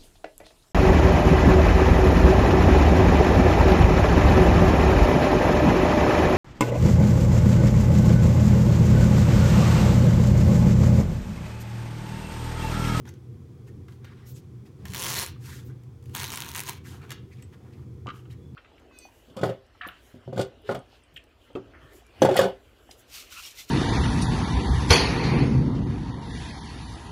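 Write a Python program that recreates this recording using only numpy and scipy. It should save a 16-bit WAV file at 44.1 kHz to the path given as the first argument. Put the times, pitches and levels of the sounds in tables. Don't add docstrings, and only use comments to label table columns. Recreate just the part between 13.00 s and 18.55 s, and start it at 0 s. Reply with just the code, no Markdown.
import sys
import numpy as np
from scipy import signal
from scipy.fft import rfft, irfft, next_fast_len
from scipy.io import wavfile
from scipy.ndimage import uniform_filter1d, map_coordinates

SR = 44100
rng = np.random.default_rng(int(sys.argv[2]) if len(sys.argv) > 2 else 0)


def int16_out(signal):
    q = np.round(np.clip(np.atleast_2d(signal).T, -1, 1) * 32767)
    wavfile.write(sys.argv[1], SR, q.astype(np.int16))


N = 244752

# time_s, size_db
SNAPS = [(1.936, -15), (1.947, -10), (1.979, -13), (2.058, -10), (2.126, -9), (2.152, -10.5), (2.1906, -6),
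         (2.1973, -6), (2.263, -11.5), (2.2752, -19), (2.2853, -23), (3.141, -30), (3.1506, -8),
         (3.163, -11), (3.201, -12.5), (3.233, -11), (3.3039, -12.5), (3.344, -17), (3.3584, -12),
         (3.3733, -9.5), (3.376, -14), (3.395, -30), (3.4044, -11), (3.414, -16), (3.4213, -11),
         (3.489, -15), (3.516, -15.5), (3.549, -11.5), (3.562, -10), (3.5677, -14.5), (3.5798, -11.5),
         (3.594, -8), (3.604, -7.5), (3.6124, -15), (3.636, -15), (3.6883, -12), (3.6946, -7.5),
         (3.732, -21)]
# freq_hz, gain_db
FIBRES = [(2500, -2), (5000, 0), (6800, 1.5), (9500, -4), (12500, -2), (16000, -11)]


def amp(db):
    return 10 ** (np.asarray(db) / 20)


def unit(x):
    return x / np.sqrt(np.mean(x ** 2) + 1e-20)


def along(points, hz):
    f, v = np.transpose(points)
    return np.interp(np.log(hz + 1), np.log(f + 1), v)


def curves(rows):
    s, *cols = np.transpose(rows)
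    t = np.arange(N) / SR
    return [np.interp(t, s, c, left=-140, right=-140) for c in cols]


def wobble(rate, size=N):
    knots = rng.standard_normal(int(size * rate / SR) + 4)
    return map_coordinates(knots, [np.arange(size) * rate / SR])


def gains(points, hz):
    below = np.minimum(1, (hz + 1) / points[0][0])
    above = np.minimum(1, points[-1][0] / (hz + 1))
    return amp(along(points, hz)) * (below * above) ** 4


def tilted(points, db_per_octave):
    return [(hz, db + db_per_octave * np.log2(hz / points[0][0])) for hz, db in points]


def noise(points):
    m = next_fast_len(N)
    white = rfft(rng.standard_normal(m))
    return unit(irfft(white * gains(points, np.fft.rfftfreq(m, 1 / SR)), m)[:N])


def pulse(points, size=2048):
    cepstrum = irfft(np.log(gains(points, np.fft.rfftfreq(size, 1 / SR)) + 1e-5))
    cepstrum[1:size // 2] *= 2
    cepstrum[size // 2 + 1:] = 0
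    h = irfft(np.exp(rfft(cepstrum)))
    return h / np.linalg.norm(h)


def body(modes, size=8192):
    f = np.fft.rfftfreq(size, 1 / SR)
    response = 0
    for k, (centre, width, db) in enumerate(modes):
        damping = 1j * f * width
        response = response + (-1) ** k * amp(db) * damping / (centre ** 2 - f * f + damping)
    h = irfft(response)
    return h / np.linalg.norm(h)


def through(x, h):
    return signal.fftconvolve(x, h)[:N]


def add(track, s, sound):
    part = track[round(s * SR):][:len(sound)]
    part += sound[:len(part)]


def burst(t60, rise=0.00027):
    t = np.arange(SR // 8) / SR
    return amp(-60 * t / t60) * (1 - np.exp(-t / rise)) * rng.standard_normal(len(t))


def patchy(x, depth_db, size=256):
    z = signal.stft(x, nperseg=size)[2]
    field = uniform_filter1d(rng.standard_normal(z.shape), size=4, axis=0)
    field = uniform_filter1d(field, size=8, axis=1)
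    return signal.istft(z * amp(depth_db * unit(field)), nperseg=size)[1][:N]


def machine():
    # freq_hz, level_db
    hum_tones = [(122.5, -50.5), (393, -72.5)]
    # freq_hz, gain_db
    rumble_colour = [(20, -45), (33, -28), (45, -15), (60, -11), (78, 3), (93, 4.5), (108, -1.5),
                     (122, 1.5), (138, 4.5), (165, -8.5), (195, -6.5), (270, -10), (295, -12.5),
                     (345, -9.5), (395, -12), (420, -19.5), (470, -14), (525, -24), (680, -47.5)]
    # freq_hz, gain_db
    air_colour = [(350, -34), (620, -6), (770, -3.5), (900, -7.5), (1010, -3.5), (1720, -13), (2290, -12),
                  (2820, -17.5), (3410, -13.5), (3700, -18), (5900, -18.5), (11400, -25.5), (15800, -26.5)]
    t = np.arange(N) / SR
    hum = np.zeros(N)
    for hz, db in hum_tones:
        level = amp(db + 4.66 * wobble(14)) * np.sqrt(2)
        hum += level * np.sin(2 * np.pi * hz * t + 0.62 * wobble(9))
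    lumps = unit(patchy(noise(rumble_colour), depth_db=1.5, size=1024))
    rumble = amp(-44.5 + 1.27 * wobble(10)) * lumps
    return hum + rumble + amp(-67.5) * noise(air_colour)


def thumps():
    # time_s, level_db
    landings = [(0.051, -34.5), (0.075, -47), (1.852, -39)]
    # freq_hz, gain_db
    thud_colour = [(120, -3.5), (300, 4.5), (550, -28), (850, -4), (1200, -47), (2500, -21)]
    blows = np.zeros(N)
    for s, db in landings:
        add(blows, s, amp(db) * burst(0.032, rise=0.00088))
    return through(blows, pulse(thud_colour))


def ticks():
    # time_s, level_db, hardness_db (more edge, less knock)
    contacts = [(0.054, -56.5, -3), (0.091, -54.5, 7.5), (0.139, -65, 9), (0.883, -55.5, -2.5),
                (0.922, -61.5, 2), (1.045, -51.5, -6), (1.051, -56, 1), (1.854, -43, 2.5),
                (2.835, -73.5, 12.5), (3.026, -71, 12), (3.039, -74, 16), (3.057, -66.5, 13),
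                (3.095, -65.5, 10), (4.017, -61, -2), (4.094, -52, -2), (4.105, -39.5, 4),
                (4.117, -39, 0.5), (4.123, -44.5, 6), (4.424, -54.5, 4.5)]
    # freq_hz, width_hz, gain_db
    tool_modes = [(685, 42, -7), (1360, 84, -2.5), (1860, 260, 5), (3020, 660, 2), (3230, 115, 6.5),
                  (3670, 410, -5.5), (4470, 49, 3.5), (5600, 520, -7)]
    knock, click, edge = np.zeros((3, N))
    for s, db, hard_db in contacts:
        add(knock, s, amp(db - hard_db + 0.5) * burst(0.046))
        add(click, s, amp([db + 16.5]))
        add(click, s, amp(db + 4.5) * burst(0.029))
        add(edge, s, amp(db + hard_db + 8) * burst(0.011, rise=0.00096))
    trim = pulse([(450, -2.5), (800, 1.0), (1300, 4.0), (2100, -0.5), (2700, -9)])
    return through(knock, trim) + through(click, body(tool_modes)) + through(edge, pulse(FIBRES))


def sweep(length_s):
    peak_share, power = 0.42, 1.88
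    u = np.interp(np.linspace(0, 1, round(length_s * SR)), [0, peak_share, 1], [0, .5, 1])
    return np.abs(np.sin(np.pi * u)) ** power


def brushing():
    # start_s, length_s, rub_db, rub_centre_hz, hiss_db
    sweeps = [(0.056, 0.052, -53.5, 1720, -55.5), (0.657, 0.057, -65.5, 1500, -62),
              (0.868, 0.12, -72, 1600, -64), (1.0, 0.19, -59.5, 1740, -74), (1.091, 0.26, -61.5, 1610, -77),
              (1.241, 0.11, -78, 1700, -51.5), (1.335, 0.082, -72, 1900, -52.5),
              (1.643, 0.062, -62, 1610, -63), (2.377, 0.3, -53.5, 1880, -46.5),
              (2.639, 0.085, -77, 1490, -60.5), (2.672, 0.078, -62, 1300, -71),
              (2.995, 0.32, -74, 1300, -63), (3.828, 0.11, -53, 1870, -49), (3.875, 0.14, -53.5, 1340, -54),
              (3.955, 0.21, -58, 1330, -63.5), (4.29, 0.089, -63, 2070, -67),
              (4.339, 0.11, -65.5, 2500, -71), (4.511, 0.056, -59, 1410, -65),
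              (4.566, 0.23, -60.5, 855, -73), (4.717, 0.044, -62, 2840, -82),
              (4.722, 0.16, -65.5, 1220, -70), (5.109, 0.13, -62, 1420, -60),
              (5.292, 0.061, -60, 2210, -59)]
    # freq_hz, gain_db
    rub_colour = [(400, -39.5), (800, 4.5), (1600, 8.5), (2400, 2.5), (3600, 0), (5500, -10), (10000, -24)]
    table_centre_hz, slow_duller_octaves = 1600, 0.25
    rub, hiss = np.zeros((2, N))
    for s, length_s, rub_db, centre_hz, hiss_db in sweeps:
        arch = sweep(length_s)
        for share, octaves in ((1 - arch, -slow_duller_octaves), (arch, 0)):
            shift = centre_hz / table_centre_hz * 2 ** octaves
            colour = pulse([(hz * shift, db) for hz, db in rub_colour])
            friction = arch * np.sqrt(share) * rng.standard_normal(len(arch))
            add(rub, s, amp(rub_db) * signal.fftconvolve(friction, colour))
        add(hiss, s, amp(hiss_db) * arch)
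    grain = unit(amp(1.1 * wobble(700) + 1.2 * wobble(60)))
    rubbing = amp(-2) * patchy(rub, depth_db=4)
    hissing = amp(-5.5) * hiss * noise(FIBRES)
    return grain * (rubbing + hissing)


def squeaks_and_swishes():
    # start_s, length_s, pitch_hz, glide_octaves, level_db, width_share_of_pitch
    bands = [(0.068, 0.032, 1460, 0.094, -61, 0.12), (0.077, 0.019, 5580, 0.17, -53, 0.2),
             (1.26, 0.079, 14000, 0, -56, 0.39), (1.332, 0.053, 7500, -0.033, -61, 0.25),
             (2.176, 0.021, 4170, 0.042, -33, 0.12), (2.356, 0.014, 1199, 0.062, -55, 0.18),
             (2.64, 0.05, 14200, 0, -63, 0.33), (3.189, 0.14, 4630, -0.39, -46.5, 0.13),
             (4.305, 0.0435, 2370, -0.195, -59, 0.32), (4.416, 0.038, 7820, 0.032, -59.5, 0.11),
             (5.189, 0.012, 2990, -0.016, -59, 0.14), (5.309, 0.016, 3900, -0.04, -60, 0.098),
             (5.369, 0.18, 3410, 0, -72.5, 0.031)]
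    out = np.zeros(N)
    for s, length_s, hz, glide, db, width in bands:
        u = np.linspace(0, 1, round(length_s * SR))
        phase = 2 * np.pi * np.cumsum(hz * 2 ** (glide * u)) / SR
        a, b = (wobble(width * hz, size=len(u)) for _ in range(2))
        band = a * np.cos(phase) + b * np.sin(phase)
        add(out, s, amp(db) * np.sin(np.pi * u) * band)
    return out


def leaning():
    # time_s, level_db
    weight = [(1.72, -76), (1.8, -43), (1.87, -38.5), (1.93, -44.5), (2.2, -57), (2.32, -67)]
    # freq_hz, width_hz, gain_db
    floor_modes = [(45.3, 18, -14), (100.5, 40.6, -1), (147, 50, -3.5), (183.4, 14.7, -0.5)]
    return through(amp(curves(weight)[0]) * rng.standard_normal(N), body(floor_modes))


def threads(times, sizes, size=256):
    crack_rise_s, crack_s, fray_share, fray_s = 0.0002, 0.00028, 0.25, 0.001
    t = np.arange(size) / SR
    dying = np.exp(-t / crack_s) + fray_share * np.exp(-t / fray_s)
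    envelope = (1 - np.exp(-t / crack_rise_s)) * dying
    shapes = envelope * rng.standard_normal((len(times), size))
    shapes *= (sizes / np.linalg.norm(shapes, axis=1))[:, None]
    at = np.round(np.asarray(times) * SR).astype(int)[:, None] + np.arange(size)
    return np.bincount(at.ravel(), shapes.ravel(), N + size)[:N]


def stroke(rows, colour, crack_db, fibre_db, scrape_db):
    weave_uneven, thread_spread_db = 0.27, 7
    catch_s, fibres_per_s = 0.004, 1100
    level_db, threads_per_s = curves(rows)
    crossed = np.cumsum(np.maximum(threads_per_s, 0)) / SR
    steps = np.cumsum(np.exp(weave_uneven * rng.standard_normal(300)))
    at = np.searchsorted(crossed, steps[steps < crossed[-1]])
    to_snap_s = np.abs(at[:, None] / SR - np.array(SNAPS)[:, 0]).min(axis=1)
    at = at[to_snap_s > catch_s]
    sizes = amp(level_db[at] + crack_db - thread_spread_db * rng.random(len(at)))
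    cracks = through(threads(at / SR, sizes), pulse(tilted(colour, db_per_octave=.4)))
    rasp = patchy(cracks, depth_db=2.5, size=512)
    loose = rng.standard_normal(N) * (rng.random(N) < fibres_per_s / SR)
    crackle = through(unit(loose), pulse(tilted(colour, db_per_octave=-1.2)))
    scrape = patchy(noise(tilted(colour, db_per_octave=-1.0)), depth_db=3)
    pile = unit(scrape * amp(2.1 * wobble(500)))
    return rasp + amp(level_db + fibre_db) * crackle + amp(level_db + scrape_db) * pile


def snaps():
    # freq_hz, gain_db
    snap_colour = [(300, -8), (650, -8), (1000, -1), (2300, 0), (4400, -1), (4950, -4), (5600, 0),
                   (7000, -1), (8600, -4), (9800, 0), (10500, -6), (12500, -2), (16000, -5)]
    s, size_db = np.transpose(SNAPS)
    return through(threads(s, amp(size_db)), pulse(snap_colour))


def lower_board(fast_push, slow_push):
    # freq_hz, width_hz, gain_db
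    lower_board_modes = [(188, 31, -4), (340.3, 10.4, 1), (410.4, 15.6, 1.5), (524, 25, -2.5),
                         (700, 230, -12.5)]
    push = amp(-13.0) * fast_push + amp(-19.0) * slow_push
    return through(push * rng.standard_normal(N), body(lower_board_modes))


def upper_board(fast_push, slow_push):
    # freq_hz, width_hz, gain_db
    upper_board_modes = [(927, 49, 0.5), (1022, 92, -0.5)]
    push = amp(-19.5) * fast_push + amp(-11.5) * slow_push
    return through(push * rng.standard_normal(N), body(upper_board_modes))


def tucking():
    # time_s, level_db, threads_per_s
    fast_rows = [(1.866, -48.5, 40.5), (1.924, -46.5, 90.5), (1.95, -36.5, 149.5), (2.02, -33, 199.5),
                 (2.06, -32, 215), (2.178, -32, 215), (2.19, -31, 240), (2.236, -32.5, 220.5),
                 (2.26, -47.5, 86.5), (2.29, -46, 9), (2.33, -62, 0.5)]
    slow_rows = [(3.13, -60, 0), (3.15, -35.5, 139.5), (3.186, -39, 160.5), (3.2, -36, 190),
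                 (3.24, -35, 190), (3.278, -42.5, 130.5), (3.316, -37, 134.5), (3.44, -43.5, 100),
                 (3.49, -39, 125.5), (3.53, -48, 99.5), (3.556, -36, 150.5), (3.6, -41, 110.5),
                 (3.648, -49, 109), (3.692, -30, 159), (3.71, -44.5, 69), (3.745, -49, 10),
                 (3.79, -56, 0.5)]
    # freq_hz, gain_db
    fast_colour = [(250, -18), (400, -17), (720, -14.5), (950, -4), (1400, -7.5), (1900, -5), (3100, -4),
                   (3900, -6.5), (4350, -2.5), (4950, -9), (5500, -2.5), (6100, -5), (7200, -5),
                   (8600, -12), (9900, -4.5), (10400, -11), (12800, -9), (15800, -13)]
    slow_colour = [(290, -22), (550, -15), (780, -4), (1020, 1), (1400, -1.5), (2200, 0.5), (3300, -0.5),
                   (4400, -2), (4950, -7), (5500, -4), (6500, -1.5), (7300, -6), (8600, -7), (9700, -1.5),
                   (10500, -11), (12100, -5.5), (15800, -10)]
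    fast = stroke(fast_rows, fast_colour, crack_db=24, fibre_db=-8, scrape_db=-9)
    slow = stroke(slow_rows, slow_colour, crack_db=26, fibre_db=-8, scrape_db=-9)
    pushes = amp(curves(fast_rows)[0]), amp(curves(slow_rows)[0])
    return fast + slow + snaps() + lower_board(*pushes) + upper_board(*pushes) + leaning()


def dropped_piece():
    # time_s, ring_db, thud_db, contact_ms
    bounces = [(5.061, -56, -40, 0.75), (5.069, -37, -60, 0.079), (5.079, -32, -38.5, 0.6),
               (5.088, -35.5, -46, 0.12), (5.102, -36.5, -60, 0.17), (5.119, -42, -54, 0.75),
               (5.14, -51, -60, 0.5), (5.157, -57, -60, 0.2), (5.254, -54, -57, 0.25)]
    # freq_hz, width_hz, gain_db
    piece_modes = [(1188, 45, 5.5), (1293, 28, 7), (1398, 44, 1.5), (1640, 160, -9), (2060, 370, -11),
                   (2750, 160, -5), (2970, 88, -2), (3200, 160, -8.5), (3870, 130, -10.5),
                   (6000, 3300, -25)]
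    clank, thud = np.zeros((2, N))
    for s, ring_db, thud_db, contact_ms in bounces:
        press = np.hanning(3 + round(contact_ms * SR / 1000))
        strike = amp(ring_db) * burst(0.054, rise=0.0002)
        strike[0] += amp(ring_db + 21)
        add(clank, s, np.convolve(strike, press / press.sum()))
        add(thud, s, amp([thud_db + 20]))
        add(thud, s, amp(thud_db + 6) * burst(0.03))
    floor = pulse([(130, 6), (240, 9.5), (450, 2), (850, -5), (1100, -1)])
    return through(clank, body(piece_modes)) + through(thud, floor)


def room(x):
    # freq_hz, t60_s
    decay = [(150, 0.14), (500, 0.024), (1300, 0.31), (3500, 0.32), (9000, 0.1), (15000, 0.12)]
    hz, t, z = signal.stft(rng.standard_normal(SR // 2), SR, nperseg=256)
    fading = amp(-60 * t / along(decay, hz)[:, None])
    tail = signal.istft(z * fading, SR, nperseg=256)[1]
    return through(x, np.pad(tail / np.linalg.norm(tail), (round(.003 * SR), 0)))


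def scene():
    taps, hands = ticks() + thumps(), brushing()
    carpet, drop = tucking() + squeaks_and_swishes(), dropped_piece()
    wet = room(amp(-10.0) * carpet + amp(-7.5) * taps + amp(-12.5) * drop + amp(-10.5) * hands)
    return (carpet + taps + drop + hands + wet + machine())[None]


def record(dry):
    top_hz = 15850
    m = next_fast_len(N + SR // 4)
    passed = np.fft.rfftfreq(m, 1 / SR) < top_hz
    return irfft(rfft(dry, m) * passed, m)[..., :N]


dry = scene()
out = record(dry)
int16_out(out)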